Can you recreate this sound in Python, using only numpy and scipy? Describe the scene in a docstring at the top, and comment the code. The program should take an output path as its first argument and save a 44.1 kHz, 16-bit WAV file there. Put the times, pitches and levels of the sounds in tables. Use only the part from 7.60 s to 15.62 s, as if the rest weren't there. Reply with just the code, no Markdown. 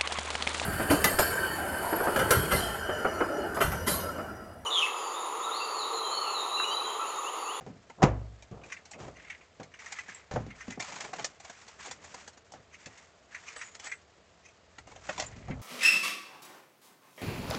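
"""A heavy thump and softer knocks boom through a parked car as things are shifted about in the rear.
Each blow rings the body panels and the cabin air. Hard plastic parts clack, rattle and squeak, and the
trim creaks in short stick-slip bursts. Between them runs a light rustle and shuffle of tiny contacts;
near the end the body rumbles on its springs. A faint hiss and low drone lie underneath."""
import sys
import numpy as np
from scipy import signal
from scipy.fft import rfft, irfft, next_fast_len
from scipy.io import wavfile

SR = 44100
rng = np.random.default_rng(int(sys.argv[2]) if len(sys.argv) > 2 else 0)


def wav_record(signal):
    """Record a signal, one row per channel, as 16-bit PCM in the file named by sys.argv[1]."""
    frames = np.transpose(np.atleast_2d(signal))
    bounded = np.clip(frames, -1, 1)
    # unit amplitude maps onto the largest positive 16-bit level
    quanta = np.round(bounded * 32767).astype(np.int16)
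    wavfile.write(sys.argv[1], SR, quanta)


N = 353549
EVENT_S = .02  # a short sound's level is its energy spread over this time

# tone of a hard plastic contact: (frequency [Hz], gain [dB])
PLASTIC_COLOUR = [(100, -27), (180, -6.5), (380, -7), (650, 4), (850, 4), (1150, -11), (1900, -16.5),
                  (2900, -16), (7000, 2), (8800, -20)]


def heavy_thump(s=.4385, push_s=.002, push_db=-6, snap_db=-35):
    """A large panel stops dead: a slower suction, one short push of air with a snap, then the boom."""
    # cabin air pumped by the thump: (pitch [Hz], gain [dB], build-up [s], t60 [s])
    air_modes = [(58.2, -14.5, 0.099, 0.52), (107, -24.5, 0.0078, 0.64)]
    out, t = np.zeros(N), clock(1)
    push, pull = (np.sin(np.pi * clock(span) / span) for span in (push_s, 2 * push_s))
    add(out, s - 2 * push_s, undb(push_db) * np.concatenate([-pull / 3, push]))
    snap = band(rng.standard_normal(len(t)), 1200, 3800, order=2) * fade(t, .0168)
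    add(out, s - push_s / 2, sized(snap, snap_db))
    for hz, db, rise, t60 in air_modes:
        envelope = (1 - np.exp(-t / rise)) * fade(t, t60)
        add(out, s, undb(db) * envelope * np.sin(2 * np.pi * hz * t))
    return out


def knocks(attack_s=.0006, bloom_s=.035, thock_db=7, thock_t60=.4):
    """Each blow cracks, then rings the body's modes and a dense wash of panel vibration."""
    # blows on the body; boom, panel and edge are relative to the level at 130-450 Hz:
    # (time [s], level [dB], boom [dB], panel [dB], contact edge [dB], ring length [ratio])
    blows = [(0.008, -51.5, -6, 0.5, -10, 0.38), (0.063, -39.5, -11.5, -6.5, -19.5, 1.2),
             (0.42, -26.5, -17, 4, -14, 0.64), (0.4277, -25.5, -3, 5, -4.5, 0.36),
             (0.438, -20, -2, -5, -19.5, 0.86), (0.912, -44, 1, -11, -19.5, 0.6),
             (1.401, -45.5, -3, -2.5, -8, 1.1), (1.433, -51, 3.5, 2, -23, 0.56),
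             (1.48, -49, -2.5, 0.5, -10, 0.24), (1.998, -44.5, -10, 1, -10.5, 0.61),
             (2.483, -56.5, -10, 0, -10.5, 0.21), (2.711, -44.5, -0.5, 7, -1, 2.3),
             (2.737, -36, -1, -17, -18, 0.87), (2.7593, -32.5, -3, 4, -15.5, 0.24),
             (2.802, -39, -1.5, -13, -25, 0.8), (2.864, -43, -10.5, -12, -17, 0.5),
             (3.079, -37.5, -15.5, -13, -18, 0.34), (3.174, -41.5, -15, -5.5, -32, 0.24),
             (3.599, -52, -13, -1, -7, 0.51), (4.271, -54.5, -16, 3.5, -14, .5), (4.936, -56, -4, 9, 0, 1),
             (5.262, -51, -8, -1.5, -24, 0.34), (7.762, -47.5, -13, -11.5, -11, 0.65),
             (7.881, -43, 1, 1, -12.5, 1.1), (7.901, -31.5, -6.5, -18.5, -27, 0.43),
             (7.994, -49, 4, -6, -17, 0.76)]
    # borders of the boom, main, panel and edge bands: (frequency [Hz])
    bands_hz = [25, 130, 450, 1400, 9000]
    # resonances of body panels and cabin air: (pitch [Hz], relative level [dB], t60 [s])
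    body_modes = [(59, -3, .6), (105, 1, .45), (122, -1, .3), (151, -2, .37), (166, -2, .28), (199, -4, .3),
                  (262, -2, .33), (350, -2, .22), (417, -1, .28), (512, 2, .24), (596, -1, .2),
                  (764, 6, .12), (887, 0, .16), (985, -4, .2)]
    # decay of the dense ringing at a ring length of 1: (frequency [Hz], t60 [s])
    wash_decay = [(40, 1), (120, 0.87), (250, 0.53), (500, 0.5), (1000, 0.5), (2000, 0.45), (4000, 0.5),
                  (8000, 0.033)]
    # the wash thins out in the bass, where only single modes are left: (frequency [Hz], gain [dB])
    wash_colour = [(30, -3), (45, -9), (85, -9.5), (125, 1.5), (250, -2.5)]
    knock_colour = [(25, 10.5), (60, 19), (900, -10), (2000, -4.5), (4000, -5), (7000, -2.5), (9000, -26)]
    out, t = np.zeros(N), clock(.9)
    octaves = [(band(rng.standard_normal(N), hz, 2 * hz), at(wash_decay, hz * np.sqrt(2)))
               for hz in 30 * 2. 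** np.arange(9)]
    # the struck panel sheds most of its energy quickly; the rest of the body rings on
    thock = 1 + undb(thock_db) * fade(t, thock_t60)
    for s, db, boom_db, panel_db, edge_db, length in blows:
        start = rng.integers(N - len(t))
        wash = sum(noise[start:start + len(t)] * fade(t, t60 * length) for noise, t60 in octaves)
        wash = colour(thock * wash, wash_colour)
        crack = rng.standard_normal(len(t)) * fade(t, t60=.055)
        modes = 0
        for hz, mode_db, t60 in body_modes:
            # every spot drives the modes differently; the deepest need a few cycles to build up
            drive = undb(mode_db + 2.6 * rng.standard_normal()) * rng.choice([-1, 1])
            bloom = 1 - np.exp(-t / bloom_s * (hz / body_modes[0][0]) ** 2)
            detuned_hz = hz * (1 + .0025 * rng.standard_normal())
            modes += drive * bloom * fade(t, t60 * np.sqrt(length)) * np.sin(2 * np.pi * detuned_hz * t)
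        ring = sized(modes, -11) + sized(wash, -2) + sized(crack, -2)
        ring = colour(ring * (1 - np.exp(-t / attack_s)), knock_colour)
        add(out, s, balance(ring, bands_hz, db + np.array([boom_db, 0, panel_db, edge_db])))
    return out


def clacks():
    """Hard parts clack once or rattle; each contact point has its own share of body and edge."""
    # single plastic hits; body and edge are relative to the mid-band level:
    # (time [s], swell [s], level [dB], hollow body [dB], bright edge [dB])
    hits = [(0.297, .0015, -53, 2.5, -8.5), (0.822, .002, -57.5, -2, 0), (1.252, .003, -58.5, -7, 2.5),
            (1.311, .004, -60, 6, 8.5), (2.03, .0015, -54.5, -11, -1.5), (2.319, .004, -43, -8, -0.5),
            (3.103, 0.004, -47, -8, -1), (3.196, .008, -38, -5, -2), (3.222, .0015, -45, -4, -0.5),
            (3.403, 0.005, -43.5, -5.5, 0), (3.446, 0.0025, -45.5, 0, -6), (3.53, .004, -44, 5.5, -5),
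            (3.583, .014, -42, 1, -6), (3.643, .002, -39, -3, 5), (4.079, .0025, -59.5, 1, 4.5),
            (4.245, .02, -49.5, 1.5, 2.5), (4.31, .002, -48.5, 0, 5), (4.442, .002, -56.5, -1, 2),
            (4.541, .004, -50.5, 2, 0), (4.675, .002, -51, -3, 0.5), (4.919, .0016, -66, 11, 11.5),
            (5.258, .0015, -48.5, -25, -1), (5.374, .002, -59.5, -15, 1.5), (5.961, .003, -46, -5, -7),
            (6.245, .026, -41.5, -11, -5), (7.182, .002, -48, -6.5, -7), (7.489, .0036, -35.5, 0.5, -11.5),
            (7.578, 0.0022, -44.5, 5, 0), (7.596, .003, -38, 0, 2.5), (7.621, .0016, -45.5, 6, 0.5)]
    # borders of the body, mid and edge bands: (frequency [Hz])
    bands_hz = [400, 1300, 3200, 10000]
    out, t = np.zeros(N), clock(.19)
    for s, swell, db, body_db, edge_db in list(hits) + rattle_strikes():
        hit = contacts(t, swell + .001, release=.004, rate=2600, scatter_db=2)
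        hit = colour(cabin(hit, t60=.076, wet_db=2.5), PLASTIC_COLOUR)
        add(out, s, balance(hit, bands_hz, db + np.array([body_db, 0, edge_db])))
    return out


def rattle_strikes(gap_s=.044, swell_s=.0043, growth_db=3):
    """A loose part strikes at an even pace, tending louder; each strike is a row for clacks()."""
    # loose parts: (first strike [s], last strike [s], level [dB], hollow body [dB], bright edge [dB])
    rattles = [(3.282, 3.356, -49, -1, -3.5), (3.798, 3.894, -54.5, 2, 1), (4.731, 4.771, -63.5, 0, 0.5),
               (6.147, 6.24, -52.5, -8, 0.5), (7.269, 7.358, -57, 3.5, -4)]
    rows = []
    for first, last, db, body_db, edge_db in rattles:
        count = round((last - first) / gap_s) + 1
        for s, growth in zip(np.linspace(first, last, count), np.linspace(-.5, .5, count)):
            rows.append((s, swell_s, db + growth * growth_db + rng.standard_normal(), body_db, edge_db))
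    return rows


def creaks(width_hz=470):
    """Stick-slip rings a piece of trim at its main resonance and at a thin high overtone."""
    # trim giving way: (time [s], swell [s], level [dB], ring [Hz], overtone relative to the ring [dB])
    bursts = [(1.033, .003, -50.5, 2320, -14), (1.118, 0.0048, -37.5, 1930, -8.5),
              (1.162, .007, -47, 1890, -21), (1.331, .003, -48, 2240, -10), (1.55, .018, -52.5, 1870, -8.5),
              (1.697, .007, -39.5, 2136, -14.5), (1.808, .005, -56, 2200, -23),
              (2.137, .0015, -49, 1900, -11), (2.187, .005, -50, 2160, -5.5),
              (2.259, .002, -43.5, 1980, -7.5), (2.384, .003, -36.5, 2040, -15),
              (2.487, .002, -44.5, 1850, -24), (2.902, .005, -46.5, 2050, -17.5),
              (3.004, 0.0041, -43.5, 1740, -8.5), (3.12, .003, -44, 1880, -10.5),
              (5.127, .017, -49, 2090, -8), (5.744, .003, -39.5, 1670, -12.5), (5.87, .017, -43, 2160, -5),
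              (6.012, .003, -38.5, 1860, -9.5), (6.3148, 0.00153, -34.5, 1930, -15),
              (6.842, .018, -54, 2200, -3), (6.885, .002, -60, 2300, -5), (7.908, .0015, -44.5, 1870, -22)]
    # a small slip, the main one and a settling one: (time offset [s], level offset [dB])
    stages = [(-.021, -15), (0, -1.5), (.019, -15)]
    out, t = np.zeros(N), clock(.13)
    for s, swell, db, hz, overtone_db in bursts:
        for lag, slip_db in stages:
            slips = contacts(t, swell + .001023, release=.0041, rate=1600, scatter_db=0)
            slips = cabin(slips, t60=.073, wet_db=5)
            ring = sized(steep_ring(slips, hz, width_hz), 0) + sized(band(slips, 1200, 2200, order=2), -7)
            overtone = sized(resonate(resonate(slips, 6200, 840), 4740, 2100), 6)
            overtone += sized(band(slips, 2700, 4150), -13.5)
            add(out, s + lag, sized(ring, db + slip_db) + sized(overtone, db + slip_db + overtone_db))
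    return out


def squeaks(width_hz=280, gain_db=-8):
    """Plastic sliding on plastic keeps one small, high resonance ringing."""
    # thin squeaks: (time [s], level before gain_db [dB], pitch [Hz], release [s])
    rubs = [(1.308, -46, 7540, .01), (2.5424, -40, 7500, .015), (5.959, -41, 7870, 0.045),
            (6.037, -41.5, 6950, 0.064), (6.242, -39.5, 7760, 0.07), (7.661, -37.5, 7200, 0.0087)]
    out, t = np.zeros(N), clock(.14)
    for s, db, hz, release in rubs:
        slips = contacts(t, .005, release, rate=3000, scatter_db=2) * rng.choice([-1, 1], len(t))
        add(out, s, sized(steep_ring(slips, hz, width_hz), db + gain_db))
    return out


def shuffling():
    """Soft things shuffle in a dull stream of contacts; the load never lies quite still."""
    # soft movements: (start [s], length [s], level [dB])
    shuffles = [(0, 0.068, -62), (.38, 0.14, -43), (.91, 0.12, -52), (1.33, 0.15, -50.5), (1.55, .1, -64),
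                (3.27, 0.36, -53.5), (4.15, 0.48, -62.5), (4.92, .06, -71), (7.26, 0.36, -61.5),
                (7.5, 0.58, -56.5)]
    # muffled tone of soft contacts: (frequency [Hz], gain [dB])
    soft_colour = [(50, -19.5), (110, -3.5), (170, 0), (330, -4.5), (620, 0), (850, -8.5), (1300, -11),
                   (2600, -51.5)]
    shuffle = colour(grains(rate=600, scatter_db=1.6, t60=.037), soft_colour)
    return unit(shuffle) * moving(shuffles, rest_db=-66.5)


def sliding(tick_db=-17):
    """Hard parts rustle and tick as they slide, and some drag on the trim."""
    # hard parts on the move: (start [s], length [s], rustle [dB], drag relative to the rustle [dB])
    moves = [(1.025, 0.12, -61.5, -9), (1.379, 0.075, -58, -4), (1.572, .17, -65.5, 9),
             (2.186, 0.22, -52.5, -3), (2.478, 0.05, -53, 0.5), (2.944, 0.18, -58, 1),
             (3.205, 0.23, -46.5, -23), (3.546, 0.078, -50.5, -12), (3.822, 0.29, -56.5, -11),
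             (4.179, 0.11, -50, -5), (4.41, .2, -55, -19), (5.18, 0.24, -59.5, -5.5), (5.704, 0.14, -58, 2),
             (5.857, .19, -52.5, -6), (6.215, 0.047, -50.5, -9), (7.245, 0.34, -61.5, -17),
             (7.428, 0.21, -50.5, -16), (7.7, 0.18, -66, 3)]
    # light, papery tone of the rustle: (frequency [Hz], gain [dB])
    rustle_colour = [(410, -38), (700, -4), (1160, 0.5), (2080, -1.5), (2770, -5.5), (3970, -9),
                     (7260, -5.5), (8160, -15.5), (8790, -37), (11400, -45.5), (19300, -120)]
    slides = [(s, length, db) for s, length, db, _ in moves]
    drags = [(s, length, db + drag_db) for s, length, db, drag_db in moves]
    rustle = colour(grains(rate=700, scatter_db=2.3, t60=.059), rustle_colour)
    ticks = colour(grains(rate=29, scatter_db=5.5, t60=.04), PLASTIC_COLOUR)
    drag = steep_ring(grains(rate=150, scatter_db=2.5, t60=.06), hz=2050, width_hz=700)
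    return (unit(rustle) * moving(slides, rest_db=-67.5)
            + unit(ticks) * moving(slides) * undb(tick_db)
            + unit(drag) * moving(drags))


def rocking():
    """The body rumbles on its springs as the load shifts."""
    # swell of the rumble: (time [s], level [dB])
    swell = [(7.15, -70), (7.21, -61.5), (7.46, -61.5), (7.65, -52.5), (7.93, -46.5), (8.017, -48)]
    times, levels_db = np.transpose(swell)
    t = np.arange(N) / SR
    rumble = unit(band(rng.standard_normal(N), 47.4, 134))
    return rumble * undb(np.interp(t, times, levels_db)) * (t > times[0])


def room_tone(hiss_db=-65, drone_db=-74.5):
    """Steady hiss with a faint low drone of the cabin air."""
    # dark tone of the hiss: (frequency [Hz], gain [dB])
    hiss_colour = [(15, -84), (25, -38), (70, -1), (233, -21), (463, -7), (523, -15.5), (592, -16),
                   (686, -5), (738, -15.5), (5000, -23.5), (8790, -61), (11400, -62.5), (19300, -120)]
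    hiss = unit(colour(rng.standard_normal(N), hiss_colour))
    drone = unit(resonate(rng.standard_normal(N), hz=81, width_hz=6))
    return hiss * undb(hiss_db) + drone * undb(drone_db)


def cabin(x, t60, wet_db):
    """Direct sound and the dense, quickly absorbed reflections from glass and trim."""
    t = np.arange(len(x)) / SR
    echoes = rng.standard_normal(len(t)) * fade(t, t60)
    response = undb(wet_db) * echoes / np.sqrt(np.sum(echoes ** 2))
    response[0] += 1
    return signal.fftconvolve(x, response)[:len(x)]


def contacts(t, swell, release, rate, scatter_db):
    """Tiny collisions, about rate a second, that build up for swell seconds and then die away."""
    chance, size = rng.random(len(t)), rng.standard_normal(len(t))
    force = np.where(t < swell, (1 + 4 * t / swell) / 5, np.exp(-np.maximum(t - swell, 0) / release))
    pulses = (chance < rate / SR) * undb(scatter_db * np.clip(size, -2, 2)) * force
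    pulses[0] += force[0]  # first touch
    pulses[int(swell * SR)] += undb(scatter_db)  # main hit
    return pulses


def grains(rate, scatter_db, t60):
    """A stream of small contacts of unequal size, each a short puff of noise."""
    sizes = (rng.random(N) < rate / SR) * undb(scatter_db * np.minimum(rng.exponential(size=N), 4))
    power = signal.lfilter([1], [1, -fade(1 / SR, t60) ** 2], sizes ** 2)
    return np.sqrt(power) * rng.standard_normal(N)


def moving(moves, rest_db=-np.inf, attack_s=.016, release_s=.071):
    """Envelope of a series of movements: each sets in, holds and dies away."""
    t, power = np.arange(N) / SR, undb(rest_db) ** 2
    for s, length, db in moves:
        attack = np.clip((t - s) / attack_s, 0, 1)
        release = np.exp(-np.clip(t - s - length, 0, 1) / release_s)
        power = power + (undb(db) * attack * release) ** 2
    return np.sqrt(power)


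def balance(x, edges_hz, levels_db):
    """Smooth EQ that brings each band of a short sound towards its level in two passes."""
    size = next_fast_len(len(x))
    centres = np.sqrt(np.multiply(edges_hz[:-1], edges_hz[1:]))
    bins = (np.array(edges_hz) * size / SR).astype(int)
    gains_db = np.zeros(len(centres))
    shaped = x
    for _ in range(2):
        energy = np.add.reduceat(np.abs(rfft(shaped, size)) ** 2, bins)[:-1] * 2 / size
        gains_db += levels_db - 10 * np.log10(energy / (EVENT_S * SR))
        shaped = undb(gains_db.max()) * colour(x, np.column_stack([centres, gains_db - gains_db.max()]))
    return shaped


def colour(x, points, size=4096):
    """Minimum-phase EQ through (frequency [Hz], gain [dB]) points: nothing rings ahead of a hit."""
    gains_db = np.maximum(at(points, np.arange(size // 2 + 1) * SR / size), -70)
    cepstrum = irfft(np.log(undb(gains_db)))
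    cepstrum[1:size // 2] *= 2
    cepstrum[size // 2 + 1:] = 0
    return signal.fftconvolve(x, irfft(np.exp(rfft(cepstrum))))[:len(x)]


def at(points, hz):
    """Read (frequency [Hz], value) points on a log-frequency axis."""
    f, value = np.transpose(points)
    return np.interp(np.log(hz + 1e-9), np.log(f), value)


def band(x, lo, hi, order=3):
    """Causal band-pass."""
    return signal.sosfilt(signal.butter(order, [lo, hi], "band", fs=SR, output="sos"), x)


def resonate(x, hz, width_hz):
    """One damped resonance."""
    return signal.lfilter(*signal.iirpeak(hz, hz / width_hz, fs=SR), x)


def steep_ring(x, hz, width_hz):
    """A resonance with its skirts steepened by a second one twice as wide."""
    return resonate(resonate(x, hz, width_hz), hz, 2 * width_hz)


def undb(db):
    """Decibels to gain."""
    return 10 ** (np.asarray(db) / 20)


def clock(seconds):
    """Sample times of a stretch."""
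    return np.arange(int(seconds * SR)) / SR


def fade(t, t60):
    """Exponential decay by 60 dB in t60."""
    return np.exp(-np.log(1000) * t / t60)


def unit(x):
    """Scale to rms 1."""
    return x / np.sqrt(np.mean(x ** 2))


def sized(x, db):
    """Give a short sound the energy of EVENT_S seconds at this level."""
    return x * undb(db) * np.sqrt(EVENT_S * SR / np.sum(x ** 2))


def add(out, s, x):
    """Mix a sound in at time s."""
    i = max(int(s * SR), 0)
    out[i:i + len(x)] += x[:N - i]


def scene():
    """All sources at one microphone in the cabin."""
    events = knocks() + heavy_thump() + clacks() + creaks() + squeaks()
    bed = shuffling() + sliding() + rocking() + room_tone()
    return (events + bed)[None]


def record(dry, top_hz=8700):
    """The recorder cuts the treble steeply."""
    return signal.sosfilt(signal.ellip(8, .3, 60, top_hz, fs=SR, output="sos"), dry)


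dry = scene()
out = record(dry)
wav_record(out)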